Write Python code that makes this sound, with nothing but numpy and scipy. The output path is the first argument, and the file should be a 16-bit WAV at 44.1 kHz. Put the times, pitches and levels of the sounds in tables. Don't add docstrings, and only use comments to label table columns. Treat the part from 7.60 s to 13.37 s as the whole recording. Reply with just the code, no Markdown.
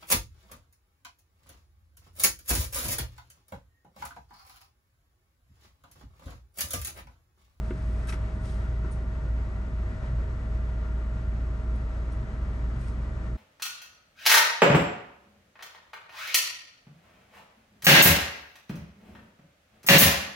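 import sys
import numpy as np
from scipy import signal
from scipy.fft import rfft, irfft, next_fast_len
from scipy.io import wavfile
from scipy.ndimage import uniform_filter1d, map_coordinates

SR = 44100
rng = np.random.default_rng(int(sys.argv[2]) if len(sys.argv) > 2 else 0)


def waveform_to_disk(signal):
    frames = np.transpose(np.atleast_2d(signal))
    scaled = np.clip(frames, -1, 1) * 32767
    samples = np.round(scaled).astype(np.int16)
    wavfile.write(sys.argv[1], SR, samples)


N = 254456
T = np.arange(N) / SR

# (time [s], speed [turns per s])
SHAFT_SPEED = [(0, 57.44), (.7, 57.45), (1.3, 57.51), (5.77, 57.5)]
# (time [s], rms level [dB])
HUM_LEVEL = [(0.0, -32), (0.17, -33), (0.35, -28.5), (0.8, -33), (1.1, -30), (1.4, -30), (1.6, -33),
             (1.75, -27.5), (1.95, -32), (2.25, -30.5), (2.4, -34), (2.57, -27.5), (2.83, -33),
             (3.01, -27.5), (3.6, -31), (3.75, -28.5), (4.0, -30.5), (4.12, -28), (4.25, -31.5),
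             (4.55, -30.5), (4.69, -37), (4.82, -30), (5.0, -29), (5.3, -32), (5.77, -32)]
MAINS_HZ, MAINS_DB = 60.01, -51.5
IN_STEP_S = 2.597
# (multiple of its turning speed [-], rms level [dB], waver [dB])
COMPRESSOR_TONES = [(1, -41.5, -0.5), (3, -63.5, 1), (5, -57.5, 3), (6, -54, -0.5)]
# (multiple of the shaft speed [-], rms level [dB], waver [dB])
MOTOR_OVERTONES = [(2, -54, 1), (12, -85, 1)]
# (time [s], rms level [dB])
WHINE_LEVEL = [(0, -51.5), (1, -51.5), (1.5, -52.5), (4.5, -53.5), (5.2, -56.5), (5.77, -53.5)]
WHISTLE_HZ = 2821.4

# (frequency [Hz], likeness [0 to 1])
PORT_LIKENESS = [(60, 0.99), (250, 0.91), (500, 0.78), (800, 0.4), (1100, 0.54), (1500, 0.15), (2000, 0.64),
                 (2300, 0.59), (3900, .55), (5200, 0.2), (6400, 1), (8100, 0.57), (8500, 1), (11500, 0.96)]
# (frequency [Hz], phase [rad])
LEFT_PHASE = [(60, 0), (350, .2), (800, .85), (1150, .25), (1400, 0), (1600, -2.5), (1980, -3.8),
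              (2330, -5.3), (2900, -4.75), (4300, -5.8), (7500, -5.4), (8400, -6.28), (8900, -6.28),
              (9900, -9.42), (11000, -9.42), (11500, -12.56)]
# (frequency [Hz], level difference [dB])
LEFT_OVER_RIGHT = [(60, 0), (430, 0.5), (620, 2.5), (1000, -0.5), (1380, 7), (1700, 4), (2200, 1),
                   (4000, 4.5), (5000, 3.5), (6100, 5.5), (7100, 2), (8500, 0.5)]

# (frequency [Hz], relative level [dB per Hz])
BOOM_COLOUR = [(20, -64), (40, -14), (55, -3), (65, -8), (80, -2), (98, -6.5), (124, -5.5), (160, -15),
               (205, -14), (260, -20), (420, -23.5), (480, -34), (600, -64)]
# (frequency [Hz], width [Hz], lift [dB])
BOX_RESONANCE = [(52, 9, 4)]
# (frequency [Hz], relative level [dB per Hz])
AIR_COLOUR = [(350, -5.5), (550, 4.5), (800, -2.5), (1400, -1.5), (1620, -4), (1980, -5), (2300, -10.5),
              (3600, -18), (5400, -23), (7800, -26.5), (8700, -32), (9600, -30.5), (10700, -38),
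              (11200, -55), (11900, -73)]
# (frequency [Hz], width [Hz], lift [dB])
DUCT_RESONANCES = [(510, 33, 1), (781, 26, 6), (945, 42, 6.5), (1075, 41, 1.5), (1183, 43, 5),
                   (1325, 25, 4.5), (1813, 19, 7.5), (1940, 80, 6)]
BOOM_DB, AIR_DB = -35.5, -49

# (time [s], centre frequency [Hz], rms level [dB])
WHIRR_PATH = [(0, 1430, -76), (.7, 1460, -67), (1.1, 1416, -61), (2.2, 1420, -64), (2.8, 1386, -64.5),
              (3.25, 1405, -60.5), (3.9, 1393, -62.5), (4.4, 1360, -60.5), (5, 1405, -67),
              (5.77, 1408, -67)]
WHIRR_RATE = 35
# (frequency [Hz], width [Hz], relative level [dB])
SINGING_BANDS = [(918, 45, -0.5), (1940, 90, -2)]
# (time [s], level [dB])
SINGING_LEVEL = [(0, -72), (.7, -69), (1.2, -64), (1.9, -62), (2.3, -75), (3, -69.5), (3.8, -72),
                 (4.5, -80.5), (5.77, -76)]

# (start [s], rise [s], hold [s], fall per 20 dB [s], held level [dB], tilt [dB per octave])
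BRUSHES_AND_HISSES = [(0.805, 0.052, 0.055, 0.15, -55.5, -1), (5.178, 0.02, 0.09, 0.09, -60, -1.5),
                      (0, 0.037, 0.42, 0.4, -64.5, -1.5), (0.1, 0.28, 0.72, 0.52, -71.5, -0.5)]
# (frequency [Hz], relative level [dB per Hz])
SOFT_COLOUR = [(800, -9.5), (2000, 2.5), (3500, -2.5), (5000, -1.5), (6500, -4.5), (7400, -6.5), (8500, -1),
               (9600, -4), (10300, -4), (11000, 0), (11500, -12), (11900, -35)]
# (start [s], rise [s], hold [s], fall per 20 dB [s], held level [dB], tilt [dB per octave])
PACK_RUBS = [(0.468, 0.005, 0.045, 0.04, -51, 3.5), (0.473, 0.012, 0.006, 0.02, -47, -3),
             (0.484, 0.008, 0.009, 0.022, -41, -1.5), (0.517, 0.009, 0.013, 0.04, -42.5, -4.5)]
# (frequency [Hz], relative level [dB per Hz])
RUB_COLOUR = [(300, -24), (800, -5), (1300, 2), (1800, 6.5), (2600, 0.5), (4400, -5.5), (5500, -1.5),
              (6800, -6.5), (8500, -5.5), (9500, -1), (10200, -2), (10900, 5.5), (11400, -10), (11800, -40)]
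CATCHES_PER_S, CATCH_DECAY_S = 500, .0012

# (time [s], strength [dB])
KNOCKS = [(0.1074, -26), (.535, -36), (1.246, -34.5)]
# (frequency [Hz], relative level [dB], time to fall 60 dB [s])
PACK_MODES = [(235, -8, .05), (290, -4, 0.12), (358, 4, 0.06), (440, -9, 0.04), (690, -17, 0.03),
              (1430, -8.5, 0.035), (1670, -18, .03), (2120, -16, .03), (2690, -20, .03), (3300, -27, .025)]
# (frequency [Hz], relative level [dB per Hz])
CONTACT_COLOUR = [(600, -20), (1400, 1.5), (2500, -10), (4500, -26), (7000, -42)]
SCUFF_LEAD_S = .003

# (centre [s], length [s], lowest tone [Hz], rms tone level at the centre [dB], fall per overtone [dB])
CHIRPS_AND_GLINTS = [(.496, .018, 1290, -47, 3), (.505, .012, 1600, -52, 20), (.527, .005, 1950, -43.5, 16),
                     (.534, .007, 3380, -54, 20), (.496, .008, 5400, -56, 30), (.491, .008, 9450, -57, 30),
                     (.532, .004, 5900, -58, 30), (.478, .014, 1550, -51, 20), (.494, .01, 2600, -53, 20),
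                     (.537, .008, 900, -48, 12), (.547, .008, 1300, -54, 20), (5.241, .022, 2450, -63, 20),
                     (.858, .012, 2050, -62, 12), (.495, .006, 10800, -57, 30),
                     (.501, .006, 10850, -58, 30), (.472, .006, 10800, -62, 30),
                     (.475, .008, 8900, -60, 30)]
# (centre [s], length [s], frequency [Hz], rms tone level at the centre [dB])
THUMPS = [(0.625, 0.062, 105, -33.5), (2.544, 0.14, 122, -35)]

# (time [s], strength [dB], pitch that rings most [Hz])
TICKS = [(1.3122, -55, 9200), (1.3156, -53, 9200), (1.3175, -61, 6500), (1.3215, -53.5, 9100),
         (1.323, -65, 5800), (1.3265, -56, 9400), (4.1577, -63, 10700), (4.1585, -66, 9400),
         (4.5175, -64, 10600), (4.5185, -62, 6500), (4.52, -62, 5700), (4.522, -63, 8200),
         (4.5265, -61, 9000)]
# (frequency [Hz], time to fall 60 dB [s])
SHELL_MODES = [(5700, .07), (6510, .03), (8190, .05), (9020, .04), (9180, .035), (9590, .04), (10700, .025)]
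# (frequency [Hz], relative level [dB per Hz])
TICK_COLOUR = [(2000, -16), (4800, -11), (5700, -7), (6900, -10), (8200, -7), (9300, -2), (10200, -8),
               (11200, -8), (11600, -30)]
SPREAD_HZ = 400
CRACK_DB, CRACK_T60_S = -5, .006
HISS_DB, HISS_T60_S = -11, 0.21

# (frequency [Hz], gain [dB])
MIC_FADE = [(11100, 0), (11500, -8), (12000, -12)]
TOP_HZ, FADE_S = 12091, .005


def amp(db):
    return 10 ** (np.asarray(db) / 20)


def unit(x):
    return x / np.sqrt(np.mean(x ** 2) + 1e-20)


def along(points, hz):
    f, v = np.transpose(points)
    return np.interp(np.log(hz + 1), np.log(f + 1), v)


def curves(rows):
    seconds, *columns = np.transpose(rows)
    return [np.interp(T, seconds, column) for column in columns]


def wobble(rate):
    knots = rng.standard_normal(int(N * rate / SR) + 4)
    return map_coordinates(knots, [T * rate])


def filtered(x, response):
    size = next_fast_len(x.shape[-1] + 8192)
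    spectrum = rfft(x, size) * response(np.fft.rfftfreq(size, 1 / SR))
    return irfft(spectrum, size)[..., :x.shape[-1]]


def tone(hz, level_db):
    turns = np.cumsum(hz * np.ones(N)) / SR + rng.random()
    return np.sqrt(2) * amp(level_db) * np.sin(2 * np.pi * turns)


def swell(centre, length):
    return np.exp(-(2 * (T - centre) / length) ** 2)


def diffuse(spectrum, size=N, peaks=()):
    def shared_and_own(hz):
        turn = np.arccos(np.clip(along(PORT_LIKENESS, hz), 0, 1)) / 2
        lift = sum(db / (1 + (2 * (hz - centre) / width) ** 2) for centre, width, db in peaks)
        return amp(along(spectrum, hz) + lift) * np.array([np.cos(turn), np.sin(turn)])

    def phase_and_balance(hz):
        left_to_right = amp(along(LEFT_OVER_RIGHT, hz)) * np.exp(1j * along(LEFT_PHASE, hz))
        return left_to_right ** np.array([[.5], [-.5]])

    shared, own = filtered(rng.standard_normal((2, size)), shared_and_own)
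    return unit(filtered(np.array([shared + own, shared - own]), phase_and_balance))


def hum(shaft):
    shaft_turns = np.cumsum(shaft) / SR + rng.random()
    mains_turns = MAINS_HZ * (T - IN_STEP_S) + np.interp(IN_STEP_S, T, shaft_turns)
    shaft_hum = amp(curves(HUM_LEVEL)[0]) * np.sin(2 * np.pi * shaft_turns)
    mains_hum = amp(MAINS_DB) * np.sin(2 * np.pi * mains_turns)
    return np.sqrt(2) * (shaft_hum + mains_hum)


def motors():
    shaft = curves(SHAFT_SPEED)[0]
    crank = shaft * 3 / 5
    low = hum(shaft)
    for order, db, waver in COMPRESSOR_TONES:
        low = low + tone(order * crank, db + waver * wobble(3.03))
    for order, db, waver in MOTOR_OVERTONES:
        low = low + tone(order * shaft, db + waver * wobble(1.5))
    whine = tone(11 * shaft, curves(WHINE_LEVEL)[0] + 0.5 * wobble(7.4))
    whine = np.pad(whine, (8, 0))
    return low * amp([[-.15], [.15]]) + np.array([amp(-3.5) * whine[8:], amp(-0.5) * whine[:N]])


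def whistle():
    sound = np.pad(tone(WHISTLE_HZ, -83 + 2.5 * wobble(3)), (5, 0))
    return np.array([amp(3) * sound[5:], sound[:N]])


def air():
    boom_db = BOOM_DB + 0.4 * wobble(0.49) + 0.19 * wobble(4.9)
    boom = amp(boom_db) * diffuse(BOOM_COLOUR, peaks=BOX_RESONANCE)
    hiss_db = AIR_DB + 0.49 * wobble(4.56) + 0.74 * wobble(18)
    return boom + amp(hiss_db) * diffuse(AIR_COLOUR, peaks=DUCT_RESONANCES)


def whirr():
    hz, db = curves(WHIRR_PATH)
    turn = 2 * np.pi * np.cumsum(hz) / SR

    def band():
        return wobble(WHIRR_RATE) * np.cos(turn) + wobble(WHIRR_RATE) * np.sin(turn)

    shared = band()
    right = 0.68 * shared + 0.62 * band()
    return amp(db) * unit(np.array([amp(4.0) * shared, amp(-3.5) * right]))


def singing():
    bands = np.zeros((2, N))
    for hz, width, db in SINGING_BANDS:
        band = [(hz - width, -40), (hz - width / 2, 0), (hz + width / 2, 0),
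                (hz + width, -40), (hz + 2 * width, -120)]
        bands += amp(db) * diffuse(band)
    return amp(curves(SINGING_LEVEL)[0]) * bands


def tilted(colour, tilt_db):
    return [(hz, level + tilt_db * np.log2(hz / 3000)) for hz, level in colour]


def strokes(rows, colour, grit_db):
    out, t = np.zeros((2, N + SR)), np.arange(SR) / SR
    for start, rise, hold, fall, db, tilt_db in rows:
        stroke = np.clip(t / rise, 0, 1) * amp(-20 * np.clip(t - rise - hold, 0, None) / fall)
        cells = signal.stft(diffuse(tilted(colour, tilt_db), size=SR), nperseg=128)[2]
        patches = uniform_filter1d(rng.standard_normal(cells.shape[1:]), size=4, axis=0)
        patches = uniform_filter1d(patches, size=2, axis=1)
        grainy = signal.istft(cells * amp(1.5 * unit(patches)), nperseg=128)[1][:, :SR]
        catches = (rng.random(SR) < CATCHES_PER_S / SR) * rng.random(SR)
        grit = np.convolve(catches, np.exp(-t[:400] / CATCH_DECAY_S))[:SR]
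        rough = unit(grainy * (1 + amp(grit_db) * grit))
        out[:, round(start * SR):][:, :SR] += amp(db) * stroke * rough
    return out[:, :N]


def rubs():
    soft = strokes(BRUSHES_AND_HISSES, SOFT_COLOUR, grit_db=-1)
    return soft + strokes(PACK_RUBS, RUB_COLOUR, grit_db=-1.5)


def taps():
    out, t = np.zeros((2, N + SR)), np.arange(SR // 4) / SR
    for s, db in KNOCKS:
        ring = sum(amp(level - 60 * t / t60) * np.sin(2 * np.pi * hz * t) for hz, level, t60 in PACK_MODES)
        ring = ring * (1 - np.exp(-t / 0.002))
        scuff = amp(-14.5 - 60 * t / 0.038) * diffuse(CONTACT_COLOUR, size=len(t))
        scuff = scuff * (1 - np.exp(-t / 0.001))
        out[:, round(s * SR):][:, :len(t)] += amp(db) * ring
        out[:, round((s - SCUFF_LEAD_S) * SR):][:, :len(t)] += amp(db) * scuff
    return out[:, :N]


def chirps_and_glints():
    out = np.zeros(N)
    for s, length, hz, db, fall_db in CHIRPS_AND_GLINTS:
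        tones = sum(tone((k + 1) * hz, db - k * fall_db) for k in range(3) if (k + 1) * hz < TOP_HZ)
        out += swell(s, length) * tones
    return out * amp([[1.5], [-1.5]])


def thumps():
    return sum(swell(s, length) * tone(hz, db) for s, length, hz, db in THUMPS)


def ticks():
    out, t = np.zeros((2, N + SR)), np.arange(SR // 4) / SR
    for s, db, pitch_hz in TICKS:
        ring = np.zeros(len(t))
        for hz, t60 in SHELL_MODES:
            nearness = np.exp(-((hz - pitch_hz) / SPREAD_HZ) ** 2)
            decay = amp(rng.normal(0, 1) - 60 * t / t60)
            ring += nearness * decay * np.sin(2 * np.pi * hz * t)
        crack_fade = amp(CRACK_DB - 60 * t / CRACK_T60_S)
        hiss_fade = amp(HISS_DB - 60 * t / HISS_T60_S)
        noise = diffuse(TICK_COLOUR, size=len(t)) * (crack_fade + hiss_fade)
        out[:, round(s * SR):][:, :len(t)] += amp(db) * (ring + noise) * (1 - np.exp(-t / .0008))
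    return out[:, :N]


def scene():
    machine = motors() + whistle()
    flow = air() + whirr() + singing()
    close_by = rubs() + taps() + chirps_and_glints() + ticks()
    return machine + flow + close_by + thumps()


def record(dry):
    faded = dry * np.clip((T[-1] - T) / FADE_S, 0, 1)
    return filtered(faded, lambda hz: amp(along(MIC_FADE, hz)) * (hz < TOP_HZ))


dry = scene()
out = record(dry)
waveform_to_disk(out)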